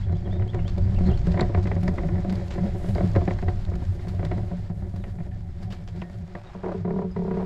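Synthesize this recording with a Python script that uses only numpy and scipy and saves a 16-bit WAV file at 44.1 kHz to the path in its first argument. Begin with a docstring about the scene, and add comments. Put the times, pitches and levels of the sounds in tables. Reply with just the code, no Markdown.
"""On a bumpy sandy path among pines, a bicycle rolls downhill and slows, heard from a mount on it.
Air buffets the microphone, the ground shakes the frame and mount, and loose parts knock and ring.
Sand hisses and twigs snap under the tyres, while a small bird whistles from the trees.
Near the end a dry joint squeaks, then the brake rubs, grabs and judders in three bursts."""
import sys
import numpy as np
from scipy import signal
from scipy.fft import rfft, irfft, next_fast_len
from scipy.io import wavfile
from scipy.ndimage import uniform_filter1d

SR = 44100
rng = np.random.default_rng(int(sys.argv[2]) if len(sys.argv) > 2 else 0)


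def transcribe(u):
    """Save the signal u as a 16-bit wav file named by the first command-line argument.

    u: samples, shape (n,) or (channels, n), limited to [-1, 1]; the rate is SR.
    q: integer samples, one column per channel.
    """
    v = np.clip(np.atleast_2d(u).T, -1, 1)
    q = np.round(v * 32767).astype(np.int16)
    wavfile.write(sys.argv[1], SR, q)


N = 328545
TIME = np.arange(N) / SR

# Levels in all tables are relative: the functions add their own gains.
# how loud the ground is along the way: t/s, chatter/dB, sand hiss/dB, fine spray/dB
GROUND_LEVELS = [(0, -47, -59, -90), (.5, -39, -59, -83), (.9, -42, -57.5, -79), (1.08, -34.5, -54.5, -76),
                 (1.21, -43.5, -56.5, -81), (1.42, -31.5, -54, -85), (1.65, -49, -56.5, -82),
                 (1.95, -37.5, -55.5, -74), (2.2, -41, -57.5, -78), (2.5, -40, -56, -73.5),
                 (2.9, -40, -55.5, -68), (3.2, -41.5, -54, -76.5), (3.6, -47, -57, -76.5),
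                 (4.05, -47, -58.5, -73), (4.28, -40.5, -58, -78), (4.55, -46.5, -61.5, -78.5),
                 (4.95, -49, -62.5, -76.5), (5.45, -51, -66, -80.5), (6.1, -48.5, -61.5, -78.5),
                 (6.58, -56, -64.5, -86), (6.76, -46.5, -61.5, -84), (6.86, -55.5, -65, -86),
                 (7.45, -56, -63.5, -81)]
# soft humps that bounce the mount: t/s, lower resonance/dB, upper resonance/dB
PATH_HUMPS = [(0.135, -22, -27.5), (.31, -24, -33), (0.408, -18.5, -50), (0.571, -29, -30),
              (.825, -16.5, -33), (.92, -21, -27), (1.069, -21.5, -19.5), (1.294, -40, -20.5),
              (1.579, -19, -32), (1.76, -24.5, -30), (1.9, -31, -22.5), (2.06, -35, -23),
              (2.161, -22.5, -23), (2.301, -45, -22), (2.628, -31, -21), (2.9, -23.5, -25.5),
              (3.05, -23, -22.5), (3.189, -15, -45), (3.479, -17.5, -40), (3.893, -21.5, -41),
              (4.1, -36, -33.5), (4.18, -21.5, -31), (4.26, -31, -27), (4.36, -28, -25.5),
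              (4.569, -40, -29), (4.75, -44, -34), (5.0, -32, -32), (5.21, -46, -33.5), (5.689, -32, -32.5),
              (5.98, -34.5, -32), (6.22, -34, -35), (6.81, -29.5, -31)]
# resonances of frame and mount, the pitches they like to ring at: f/Hz, width/Hz, gain/dB
FRAME_RESONANCES = [(360.2, 23.2, 6), (453, 25.4, -4), (565.5, 27.5, 2.5), (718.5, 37, 0),
                    (1030, 57, -22.5), (950, 36, -13.5), (1300, 1600, -23.5)]
# tone colour of loose parts clacking: f/Hz, gain/dB
CLACK_COLOUR = [(300, 6.5), (800, 6), (1050, 3), (1350, -1), (1600, -1), (2000, 1.5), (2300, -6),
                (2650, -20.5), (4000, -19), (7000, -48), (14000, -90)]


def undb(db):
    """Turn decibels into a factor to multiply by."""
    return 10 ** (np.asarray(db) / 20)


def unit(x):
    """Scale a signal to an average (rms) level of 1."""
    return x / np.sqrt(np.mean(x ** 2))


def gains(table):
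    """Turn each dB column of a timed table into a gain for every sample."""
    times, *columns = np.transpose(table)
    return [undb(np.interp(TIME, times, column)) for column in columns]


def wander(rate):
    """A smooth random drift of size about 1 that turns `rate` times a second."""
    step = max(int(SR / rate), 2)
    return 2.38 * uniform_filter1d(np.repeat(rng.standard_normal(N // step + 1), step), step)[:N]


def colour(x, points):
    """Shape the tone along (f/Hz, gain/dB) points; white noise keeps its level."""
    size = next_fast_len(len(x) + 2048, True)
    hz, db = np.transpose(points)
    bin_hz = np.arange(size // 2 + 1) * SR / size
    gain = unit(undb(np.interp(np.log(bin_hz + 1), np.log(hz), db)))
    # folding the cepstrum keeps the filter from sounding before a hit
    cepstrum = irfft(np.log(gain), size)
    cepstrum[1:size // 2] *= 2
    cepstrum[size // 2 + 1:] = 0
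    return irfft(rfft(x, size) * np.exp(rfft(cepstrum)), size)[:len(x)]


def dull(x, hz):
    """Cut away the sound above hz."""
    return signal.sosfilt(signal.butter(4, hz, fs=SR, output="sos"), x)


def resonate(x, hz, width_hz):
    """One resonance: it passes the sound near hz and weakens the rest."""
    return signal.lfilter(*signal.iirpeak(hz, hz / width_hz, SR), x)


def steady(x, span_s):
    """Even out changes of loudness slower than span_s."""
    return x / np.sqrt(uniform_filter1d(x ** 2, int(span_s * SR)) + 1e-12)


def grains(rate, spread_db):
    """Tiny random impacts of uneven size, about `rate` a second."""
    hits = rng.random(N) < rate / SR
    signs = rng.choice([-1, 1], N)
    sizes = undb(spread_db * np.minimum(rng.exponential(size=N), 4))
    return unit(hits * signs * sizes)


def contact(rise_s, decay_s, tail_db, tail_s, rough_db):
    """A flurry of small impacts that builds and dies quickly, leaving a weaker rattle."""
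    t = TIME[:SR // 4]
    noise = rng.standard_normal(len(t))
    roughness = undb(rough_db * np.repeat(rng.standard_normal(len(t)), 30)[:len(t)])
    rise = np.minimum(t / rise_s, 1) ** 2
    fall = np.exp(-t / decay_s) + undb(tail_db) * np.exp(-t / tail_s)
    return noise * roughness * rise * fall


def ring(tones, detune):
    """A struck part rings, tuned a little differently each time; a tone drops 60 dB in its fade time."""
    t = TIME[:SR // 2]
    out = np.zeros(len(t))
    for k, (hz, fade_s, db) in enumerate(tones):
        pitch = hz * (1 + detune * rng.standard_normal())
        fade = np.exp(-np.log(1000) * t / fade_s)
        out += (-1) ** k * undb(db) * np.sin(2 * np.pi * pitch * t) * fade
    return out


def sine(hz):
    """A pure tone that follows a changing pitch."""
    return np.sin(2 * np.pi * np.cumsum(hz) / SR)


def swell(s, length_s):
    """A smooth rise from 0 to 1 and back, starting at time s."""
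    return np.sin(np.pi * np.clip((TIME - s) / length_s, 0, 1))


def add(out, s, sound, db):
    """Mix in a hit at time s, with its first 20 ms at the given level."""
    start = max(int(s * SR), 0)
    level = np.sqrt(np.mean(sound[:SR // 50] ** 2))
    out[start:start + len(sound)] += (sound * undb(db) / level)[:N - start]


def hump(s, half_length_s=0.043):
    """How hard a hump at time s pushes the wheel, from 0 to 1."""
    return np.exp(-((TIME - s) / half_length_s) ** 2)


def swing(hz, sway_hz):
    """Stones and ruts keep the mount swinging unevenly; its pitch drifts as the load shifts."""
    loudness = undb(1.12 * wander(130))
    return unit(loudness * sine(hz + sway_hz * unit(wander(45))))


def rumble(uneven):
    """Air buffets the microphone; the ground shakes the mount's two lowest resonances, more on humps."""
    # the ride eases off as the bicycle slows: t/s, air/dB, tyre rumble/dB, mount shake/dB
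    ride_levels = [(0, -33.5, -24.5, -35), (.6, -29.5, -25.5, -30.5), (.95, -25, -26.5, -29.5),
                   (1.15, -21.5, -31, -41), (1.38, -29.5, -22, -26.5), (2.1, -29.5, -30, -29),
                   (2.45, -34, -31, -31), (2.9, -30, -29.5, -30), (3.35, -31, -25, -36.5),
                   (3.75, -29.5, -29.5, -32.5), (4.0, -35.5, -31.5, -42), (4.3, -34, -26.5, -37),
                   (4.7, -37, -31, -38.5), (5.45, -36, -35.5, -36.5), (6.25, -45.5, -37, -38),
                   (6.5, -46, -43.5, -49), (6.85, -44, -38, -46), (7.45, -40, -39.5, -47)]
    # tone colour of the buffeting air: f/Hz, gain/dB
    air_colour = [(10, -2.5), (22, 0.5), (35, 2), (52, -1.5), (65, 1.5), (80, 0), (125, -7.5), (250, -20.5),
                  (500, -52.5)]
    air, tyre, shake = gains(ride_levels)
    tyre *= steady(undb(1.64 * wander(22) + 0.8 * uneven), 0.21)
    shake *= steady(undb(2.0 * uneven), 0.25) * undb(-2.5)
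    for s, low_db, high_db in PATH_HUMPS:
        tyre = np.hypot(tyre, undb(low_db) * hump(s))
        shake = np.hypot(shake, undb(high_db) * hump(s))
    wind = undb(2.5) * air * steady(colour(rng.standard_normal(N), air_colour), 0.21)
    low = undb(-3.0) * tyre * swing(hz=96.33, sway_hz=7.48)
    high = undb(-2.5) * shake * swing(hz=177.1, sway_hz=10.51)
    return dull(wind + low + high, hz=308)


def frame(shake, detune=0):
    """The frame and mount ring when shaken; they pass no treble."""
    shifts = 1 + detune * rng.standard_normal(len(FRAME_RESONANCES))
    ringing = sum((-1) ** k * undb(db) * resonate(shake, hz * shifts[k], width)
                  for k, (hz, width, db) in enumerate(FRAME_RESONANCES))
    return dull(ringing, hz=1500)


def chatter(uneven):
    """Countless small jolts rattle the frame and its loose parts, more on uneven ground and humps."""
    humps = sum(hump(s) for s, _, _ in PATH_HUMPS)
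    level = gains(GROUND_LEVELS)[0] * undb(uneven + 2 * humps)
    jolts = grains(rate=300, spread_db=2.0) * undb(2.3 * wander(30))
    lowest_hz, width_hz, _ = FRAME_RESONANCES[0]  # soft jolts favour the lowest resonance
    hollow = resonate(resonate(jolts, lowest_hz, width_hz), lowest_hz, width_hz=1700)
    hollow = undb(-14.5) * steady(dull(hollow, hz=720), 0.17)
    body = undb(-3.5) * steady(dull(frame(jolts), hz=1050), 0.12)
    loose = undb(-13.5) * steady(colour(jolts, CLACK_COLOUR), 0.29)
    metal = undb(-29) * unit(resonate(jolts, hz=1714, width_hz=24))
    return level * (body + hollow + loose + metal)


def sand():
    """Sand crunches under the tyres and sprays up, with small clusters of grit."""
    # tone colours of sand, grit and fine spray: f/Hz, gain/dB
    sand_colour = [(300, -5.5), (800, 14), (1200, 8), (1800, 9), (2200, 6), (2600, 1.5), (4000, 1.5),
                   (5200, -1.5), (5900, -8.5), (7700, -8.5), (9000, -22), (12000, -28.5), (15000, -54.5)]
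    grit_colour = [(500, 0), (1500, 2), (2700, 2.5), (4400, 3.5), (5800, -7), (7600, -5.5), (9000, -20),
                   (15000, -43)]
    spray_colour = [(3000, -20), (6000, 1), (8000, 2), (9500, 0), (12500, -3), (14000, -10), (15500, -24)]
    _, hiss, spray = gains(GROUND_LEVELS)
    crunch = unit(grains(rate=1200, spread_db=-0.5) + 2.0 * rng.standard_normal(N))
    crunch *= undb(wander(25))
    crumble = contact(rise_s=.0005, decay_s=.001, tail_db=-24, tail_s=.006, rough_db=3)
    grit = unit(signal.fftconvolve(grains(rate=110, spread_db=3.5), crumble)[:N])
    tread = undb(2.5) * colour(crunch, sand_colour) + undb(-7.5) * colour(grit, grit_colour)
    return hiss * tread + undb(1.5) * spray * colour(crunch[::-1], spray_colour)


def bird():
    """A bird whistles short arcs and one buzzy note; the tree trunks scatter a faint echo."""
    # notes that slide up or down: t/s, length/s, middle f/Hz, sweep/Hz, level/dB
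    notes = [(0.022, 0.033, 3330, 499, -54.5), (0.116, 0.029, 4050, 307, -58.5),
             (0.145, 0.028, 3410, 704, -54.5), (0.17, 0.031, 4800, 296, -67),
             (0.247, 0.028, 3200, -550, -54.5), (0.302, 0.038, 3490, 561.5, -51),
             (0.336, 0.05, 3680, -60, -57), (0.405, 0.028, 2930, -900, -59), (0.477, 0.035, 3350, 752, -48),
             (0.576, 0.038, 2870, -700, -53), (0.643, 0.05, 3300, 801, -50), (0.821, 0.037, 4700, 398, -58),
             (0.954, .028, 2850, 547.5, -51), (0.962, 0.027, 2840, -650, -51.5),
             (1.092, 0.032, 3080, -1100, -48), (1.121, 0.032, 3160, 1047, -48),
             (4.985, 0.057, 3770, -900, -64), (6.46, 0.023, 3800, -200, -55.5),
             (7.106, 0.034, 5000, -500, -60)]
    droop_hz = 199  # every whistle sags at both ends
    song = np.zeros(N)
    for s, length, middle_hz, sweep_hz, db in notes:
        position = np.linspace(-1, 1, int(length * SR))
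        arc_hz = middle_hz + sweep_hz * position / 2 - droop_hz * position ** 2
        waver_hz = 30 * wander(600)[:len(position)]
        note = undb(db) * np.cos(np.pi * position / 2) * sine(arc_hz + waver_hz)
        start = int(s * SR)
        song[start:start + len(note)] += note[:N - start]
    # a fast flutter of pitch makes the buzzy note rasp
    flutter_hz = 190 * np.sin(2 * np.pi * 170 * TIME) + 70 * wander(840)
    song += undb(-46.5) * swell(1.048, length_s=0.043) * sine(4170 + flutter_hz)
    trunks = rng.standard_normal(SR // 2) * np.exp(-TIME[:SR // 2] / 0.041)
    echo = signal.fftconvolve(song, trunks / np.linalg.norm(trunks))[:N]
    return undb(-1.0) * song + undb(-5.5) * echo


def knocks():
    """Each bump thumps the mount, rings the frame and makes a loose part clack."""
    # bumps: t/s, knock/dB, thump/dB, clack/dB
    bumps = [(0.096, -33, -40, -59), (0.126, -31, -20, -52), (0.258, -34, -29, -59),
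             (0.274, -30.5, -36, -48.5), (0.327, -32, -28, -48.5), (0.395, -34, -39, -48),
             (0.421, -48, -40, -44.5), (0.533, -42, -34, -44), (0.545, -23, -30, -43),
             (0.589, -45, -30, -45), (0.777, -28.5, -25.5, -58), (0.985, -33, -40, -44),
             (1.007, -25, -16, -52), (1.084, -32, -19, -56), (1.114, -22.5, -31, -58),
             (1.269, -23, -20, -56), (1.342, -26, -18, -40.5), (1.373, -24, -36, -35.5),
             (1.394, -23, -31, -28.5), (1.412, -17.5, -15.5, -35), (1.426, -24, -11.5, -40),
             (1.495, -23, -22, -56), (1.546, -22, -18, -33), (1.575, -20.5, -23, -44),
             (1.654, -25.5, -32, -41), (1.672, -25.5, -35, -40.5), (1.714, -23.5, -22, -35.5),
             (1.763, -26.5, -19, -46.5), (1.83, -29, -17, -49), (1.878, -21, -23.5, -32),
             (1.934, -28, -22, -61), (1.981, -20, -37, -34.5), (2.033, -26, -19, -44.5),
             (2.087, -27, -29, -41), (2.247, -24.5, -39, -54), (2.324, -30, -37, -46),
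             (2.58, -24.5, -16, -46), (2.639, -38, -29, -59), (2.691, -50, -47, -67),
             (2.842, -25.5, -26, -67), (2.956, -21, -20.5, -41.5), (2.981, -22, -22, -39.5),
             (3.007, -21.5, -19, -41.5), (3.039, -25.5, -22, -54), (3.151, -28, -27.5, -38),
             (3.16, -13, -15.5, -31), (3.208, -39, -27, -44.5), (3.217, -20.5, -19, -49),
             (3.277, -17, -15, -33), (3.307, -23.5, -22, -36), (3.387, -43, -35, -42),
             (3.425, -24.5, -20, -41.5), (3.482, -20.5, -35, -36.5), (3.717, -29.5, -26.5, -57),
             (3.737, -43, -28, -46), (3.819, -30.5, -26.5, -57), (3.993, -36, -52, -48.5),
             (4.071, -35, -29, -51), (4.145, -35, -37, -66), (4.193, -27.5, -28, -44),
             (4.229, -23, -28, -43), (4.265, -39, -31, -47.5), (4.314, -24, -37, -36),
             (4.379, -27.5, -20.5, -50), (4.433, -33, -25, -58), (4.514, -28, -21.5, -58),
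             (4.699, -32, -19.5, -50.5), (4.822, -37.5, -22.5, -55), (4.873, -43, -28, -70),
             (4.938, -37, -23, -61), (5.038, -39, -31, -46.5), (5.185, -38, -29, -51),
             (5.203, -35.5, -29, -51.5), (6.019, -31.5, -28, -41), (6.096, -41, -51, -55),
             (6.351, -29, -31.5, -39.5)]
    # tone colour of a dull thud: f/Hz, gain/dB
    thud_colour = [(120, -26.5), (230, 1.5), (340, 8), (450, -1), (520, -4.5), (680, -2.5), (850, -11),
                   (980, -8), (1400, -19), (2500, -46), (8000, -89)]
    mount_tones = [(98.4, 0.14, 0), (178.5, 0.17, 3.0), (352.6, 0.12, -15.0)]  # f/Hz, fade/s, level/dB
    tap_hz, tap_width_hz = 2003, 410  # a hard part thrown against the frame
    out = np.zeros(N)
    for s, knock_db, thump_db, clack_db in bumps:
        add(out, s, dull(ring(mount_tones, detune=0.0078), hz=600), thump_db - 7.0)
        jolt = contact(rise_s=0.0031, decay_s=0.0066, tail_db=-17.5, tail_s=0.032, rough_db=0.5)
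        add(out, s - .002, colour(jolt, thud_colour), knock_db - 14.0)
        blow = contact(rise_s=0.0021, decay_s=0.001, tail_db=-7.5, tail_s=0.022, rough_db=1.5)
        blow /= np.linalg.norm(blow)
        blow[0] += 0.9  # the first hard contact, then the flurry
        add(out, s - .001, frame(blow, detune=0.022), knock_db - 10.5)
        rattle = contact(rise_s=.004, decay_s=.005, tail_db=-20, tail_s=.02, rough_db=1.5)
        add(out, s - .002, colour(rattle, CLACK_COLOUR), clack_db - 1.5)
        tap = contact(rise_s=.002, decay_s=.0035, tail_db=-24, tail_s=.015, rough_db=1.5)
        tap = resonate(resonate(tap, tap_hz, tap_width_hz), tap_hz, tap_width_hz * 2)
        add(out, s - .001, tap, clack_db - 11.0)
    return out


def twigs():
    """Twigs and cones crack under the tyres, each at its own pitch."""
    # snaps: t/s, crack/dB, splinters/dB, ring f/Hz, decay/s
    snaps = [(0.475, -47, -78, 4100, .002), (0.5427, -43.5, -78, 2780, .0046),
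             (0.6759, -36.5, -71, 4300, 0.022), (0.777, -43.5, -68, 3640, 0.0056),
             (0.943, -44.5, -77, 2920, .0045), (1.064, -48, -79, 4500, 0.0018),
             (1.1722, -42.5, -74, 4290, 0.0047), (1.2667, -38, -69, 2730, 0.0037),
             (1.3173, -39, -69, 2610, 0.0026), (1.375, -52, -76, 4400, .003),
             (1.392, -43, -74, 3920, 0.0017), (1.407, -30, -64, 4200, 0.0028),
             (1.626, -46, -73, 4370, 0.0024), (1.637, -43, -73, 4500, .003),
             (1.669, -41.5, -76, 2540, 0.0066), (1.8073, -58, -70, 4800, .001),
             (1.828, -44, -61, 2650, .0046), (1.878, -36, -80, 5000, 0.0015),
             (2.2956, -36.5, -71, 4340, 0.0065), (2.324, -42, -60, 2570, 0.0019),
             (2.354, -42.5, -71, 4300, .002), (2.4796, -46, -77, 4600, 0.0016),
             (2.5043, -35.5, -76, 2780, 0.027), (2.534, -41, -70, 4250, 0.0087),
             (2.884, -42, -60, 3100, 0.026), (2.9482, -38.5, -70, 4600, .003),
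             (3.132, -48, -70, 3240, .002), (3.1574, -42, -72, 4400, 0.0053),
             (3.3833, -46, -78, 4300, .003), (3.6495, -42, -75, 4270, 0.002),
             (3.752, -46.5, -67, 2640, 0.0036), (4.08, -39, -63, 4130, 0.016),
             (4.247, -36.5, -64, 3760, 0.0055), (4.9598, -47, -69, 4830, 0.005),
             (5.623, -44, -67, 4740, 0.018), (5.701, -42, -71, 2890, 0.045),
             (5.7205, -37.5, -66, 3100, 0.015), (5.8735, -41.5, -74, 3250, 0.017),
             (5.9585, -48, -79, 2500, 0.0021), (6.349, -65, -82, 2500, 0.0042)]
    # tone colours of the woody crack and its bright splinters: f/Hz, gain/dB
    crack_colour = [(500, 14.5), (1500, 8.5), (3000, 3), (4500, 4.5), (6000, -4.5), (7500, -5), (9000, -26),
                    (15000, -59)]
    splinter_colour = [(5000, -14), (8500, 0), (13500, -2), (15500, -12)]
    out = np.zeros(N)
    for s, crack_db, splinter_db, ring_hz, decay_s in snaps:
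        splinters = contact(rise_s=.005, decay_s=decay_s, tail_db=-32, tail_s=.015, rough_db=3.5)
        woody = splinters + undb(-2.5) * resonate(splinters, ring_hz, width_hz=520)
        add(out, s - .001, colour(woody, crack_colour), crack_db - 7.5)
        add(out, s - .001, colour(splinters, splinter_colour), splinter_db - 5.0)
    return out


def stone_clink():
    """A flung stone strikes a metal part once, with a short bright click."""
    # tones of the metal: f/Hz, fade/s, level/dB
    metal_tones = [(3800, 0.018, 1), (4510, 0.018, -0.5), (6240, 0.017, -18), (7700, .022, -11)]
    out = np.zeros(N)
    add(out, s=1.409, sound=ring(metal_tones, detune=.003), db=-42)
    return out


def metal_pings():
    """A loose metal part is struck with a hard snap and rings on."""
    # strikes: t/s, f/Hz, ring/dB, snap/dB, decay/s
    strikes = [(5.039, 1865, -63, -56.5, 0.06), (5.315, 1770, -59, -67, 0.03),
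               (5.715, 1780, -70, -62, 0.07), (5.72, 2290, -64, -61, 0.07),
               (6.019, 1840, -56, -49.5, 0.055)]
    snap_hz, snap_width_hz = 2490, 960
    out = np.zeros(N)
    for s, hz, ring_db, snap_db, decay_s in strikes:
        jiggle = rng.standard_normal(SR // 2)
        tone = resonate(resonate(jiggle, hz, width_hz=23), hz, width_hz=100)
        add(out, s, steady(tone, 0.02) * np.exp(-TIME[:SR // 2] / decay_s), ring_db)
        strike = contact(rise_s=0.0028, decay_s=0.0034, tail_db=-24, tail_s=0.013, rough_db=7.0)
        snap = resonate(resonate(strike, snap_hz, snap_width_hz), snap_hz, snap_width_hz)
        add(out, s - .003, snap, snap_db)
    return out


def joint_squeak():
    """A dry joint sings faintly and unsteadily as the bicycle slows."""
    # squeaks: t/s, length/s, level/dB
    squeaks = [(5.1, 0.19, -57), (5.305, 0.057, -50), (5.403, 0.11, -58), (5.58, 0.21, -53)]
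    loudness = undb(2.8 * wander(60))
    tone = unit(loudness * sine(hz=745 + 14 * wander(120)))
    return tone * sum(undb(db) * swell(s, length) for s, length, db in squeaks)


def brake():
    """The pads rub, then grab and slip; each slip scrapes, swings the fork and rattles its fittings."""
    # rubbing of the pads: t/s, level/dB
    rub_levels = [(6.25, -78), (6.39, -54), (6.5, -52.5), (6.62, -55.5), (6.68, -59), (6.77, -52.5),
                  (6.84, -60.5), (7.25, -61), (7.35, -51), (7.45, -50)]
    # slips, about 36 a second within a burst: t/s, strike/dB, boom/dB, body/dB, clack/dB
    slips = [(6.548, -35, -32, -38, -53), (6.633, -30, -32, -31, -49), (6.66, -25.5, -33, -27.5, -45),
             (6.687, -30, -31, -32, -53), (6.744, -32, -28, -26.5, -56), (6.848, -28, -24, -26.5, -46),
             (6.876, -29.5, -24.5, -26.5, -51), (6.905, -26.5, -26, -25, -44), (6.935, -33, -25, -28, -55),
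             (6.961, -29, -23, -27.5, -51), (6.988, -25.5, -25.5, -26, -48), (7.018, -29, -38, -28, -49),
             (7.044, -34, -24.5, -28, -56), (7.162, -28.5, -26, -26, -41.5), (7.19, -31, -23, -30, -52),
             (7.218, -32, -27, -29, -61), (7.247, -30, -28, -26, -57), (7.278, -29, -25.5, -28, -53),
             (7.31, -25.5, -25, -24.5, -46.5), (7.339, -31, -25.5, -27, -52), (7.37, -27, -25, -24.5, -49),
             (7.397, -29, -26, -28, -52), (7.424, -29, -26, -30, -50)]
    # low, middle and high tones of the braked wheel's fork: f/Hz, fade/s, level/dB
    boom_tones = [(181.4, 0.39, -1.5), (216, 0.1, -10)]
    body_tones = [(380, 0.21, 0), (446.6, 0.19, -2)]
    strike_tones = [(565, 0.23, -5), (699, 0.075, 3), (770, 0.062, -6.5), (957, 0.084, 0.5),
                    (1215, 0.043, -9), (1407, 0.091, -14)]
    # tone colours of the rubbing and of a slip's scrape: f/Hz, gain/dB
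    rub_colour = [(300, -15.5), (700, 4.5), (1050, 2), (1400, -2), (2200, -8), (3300, -14), (5200, -20),
                  (6000, -24.5), (9000, -33), (15000, -70)]
    scrape_colour = [(120, -16), (250, 7.5), (420, -1.5), (700, -1.5), (1100, -14.5), (1500, -27),
                     (2500, -39), (6000, -55.5), (15000, -94)]
    catch_s = 0.0065  # the next slip stops the boom and body within this time
    pads_on = TIME > rub_levels[0][0]
    friction = gains(rub_levels)[0] * grains(rate=1100, spread_db=-1.0) * pads_on
    out = colour(friction, rub_colour)
    gaps = np.diff([slip[0] for slip in slips], append=np.inf)
    for (s, strike_db, boom_db, body_db, clack_db), gap in zip(slips, gaps):
        free = np.clip(1 - (TIME[:SR // 2] - gap) / catch_s, 0, 1)
        add(out, s, dull(free * ring(boom_tones, detune=0.0073), hz=900), boom_db - 2.0)
        add(out, s, dull(free * ring(body_tones, detune=0.019), hz=1200), body_db - 5.0)
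        add(out, s, dull(ring(strike_tones, detune=0.018), hz=1980), strike_db - 11.5)
        scrape = contact(rise_s=0.0022, decay_s=0.008, tail_db=-18, tail_s=0.02, rough_db=3.0)
        add(out, s - .001, colour(scrape, scrape_colour), strike_db - 14.0)
        fittings = contact(rise_s=.003, decay_s=.006, tail_db=-15, tail_s=.018, rough_db=3)
        add(out, s - .001, colour(fittings, CLACK_COLOUR), clack_db - 0.5)
    return out


def pad_grind():
    """Grit caught under the brake pads scrapes in stutters and shakes the frame."""
    # spells of grinding: t/s, length/s, scrape/dB, frame/dB
    spells = [(6.625, 0.13, -37, -39), (6.84, 0.23, -43.5, -48), (7.16, 0.16, -47.5, -50),
              (7.294, 0.24, -42, -45)]
    # tone colour of the grinding: f/Hz, gain/dB
    grind_colour = [(150, -23), (350, 2.5), (750, 3.5), (1100, -7), (1500, -17), (2200, -21), (3000, -31),
                    (6000, -45), (15000, -84.5)]
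    scrape = grains(rate=780, spread_db=2.0) * undb(3 * wander(70))
    rasp = unit(colour(scrape, grind_colour))
    body = unit(frame(scrape))
    return sum(swell(s, length) * (undb(scrape_db) * rasp + undb(frame_db) * body)
               for s, length, scrape_db, frame_db in spells)


def scene():
    """All the sounds add up at one microphone on the bicycle."""
    uneven = wander(18)  # small ripples of the path
    shaking = rumble(uneven) + chatter(uneven) + knocks()
    metal = metal_pings() + stone_clink() + joint_squeak()
    return (shaking + metal + sand() + twigs() + bird() + brake() + pad_grind())[None]


def record(dry):
    """The camera cuts off the highest treble."""
    top_hz = 15600
    return signal.sosfilt(signal.ellip(8, .2, 70, top_hz, fs=SR, output="sos"), dry)


dry = scene()
out = record(dry)
transcribe(out)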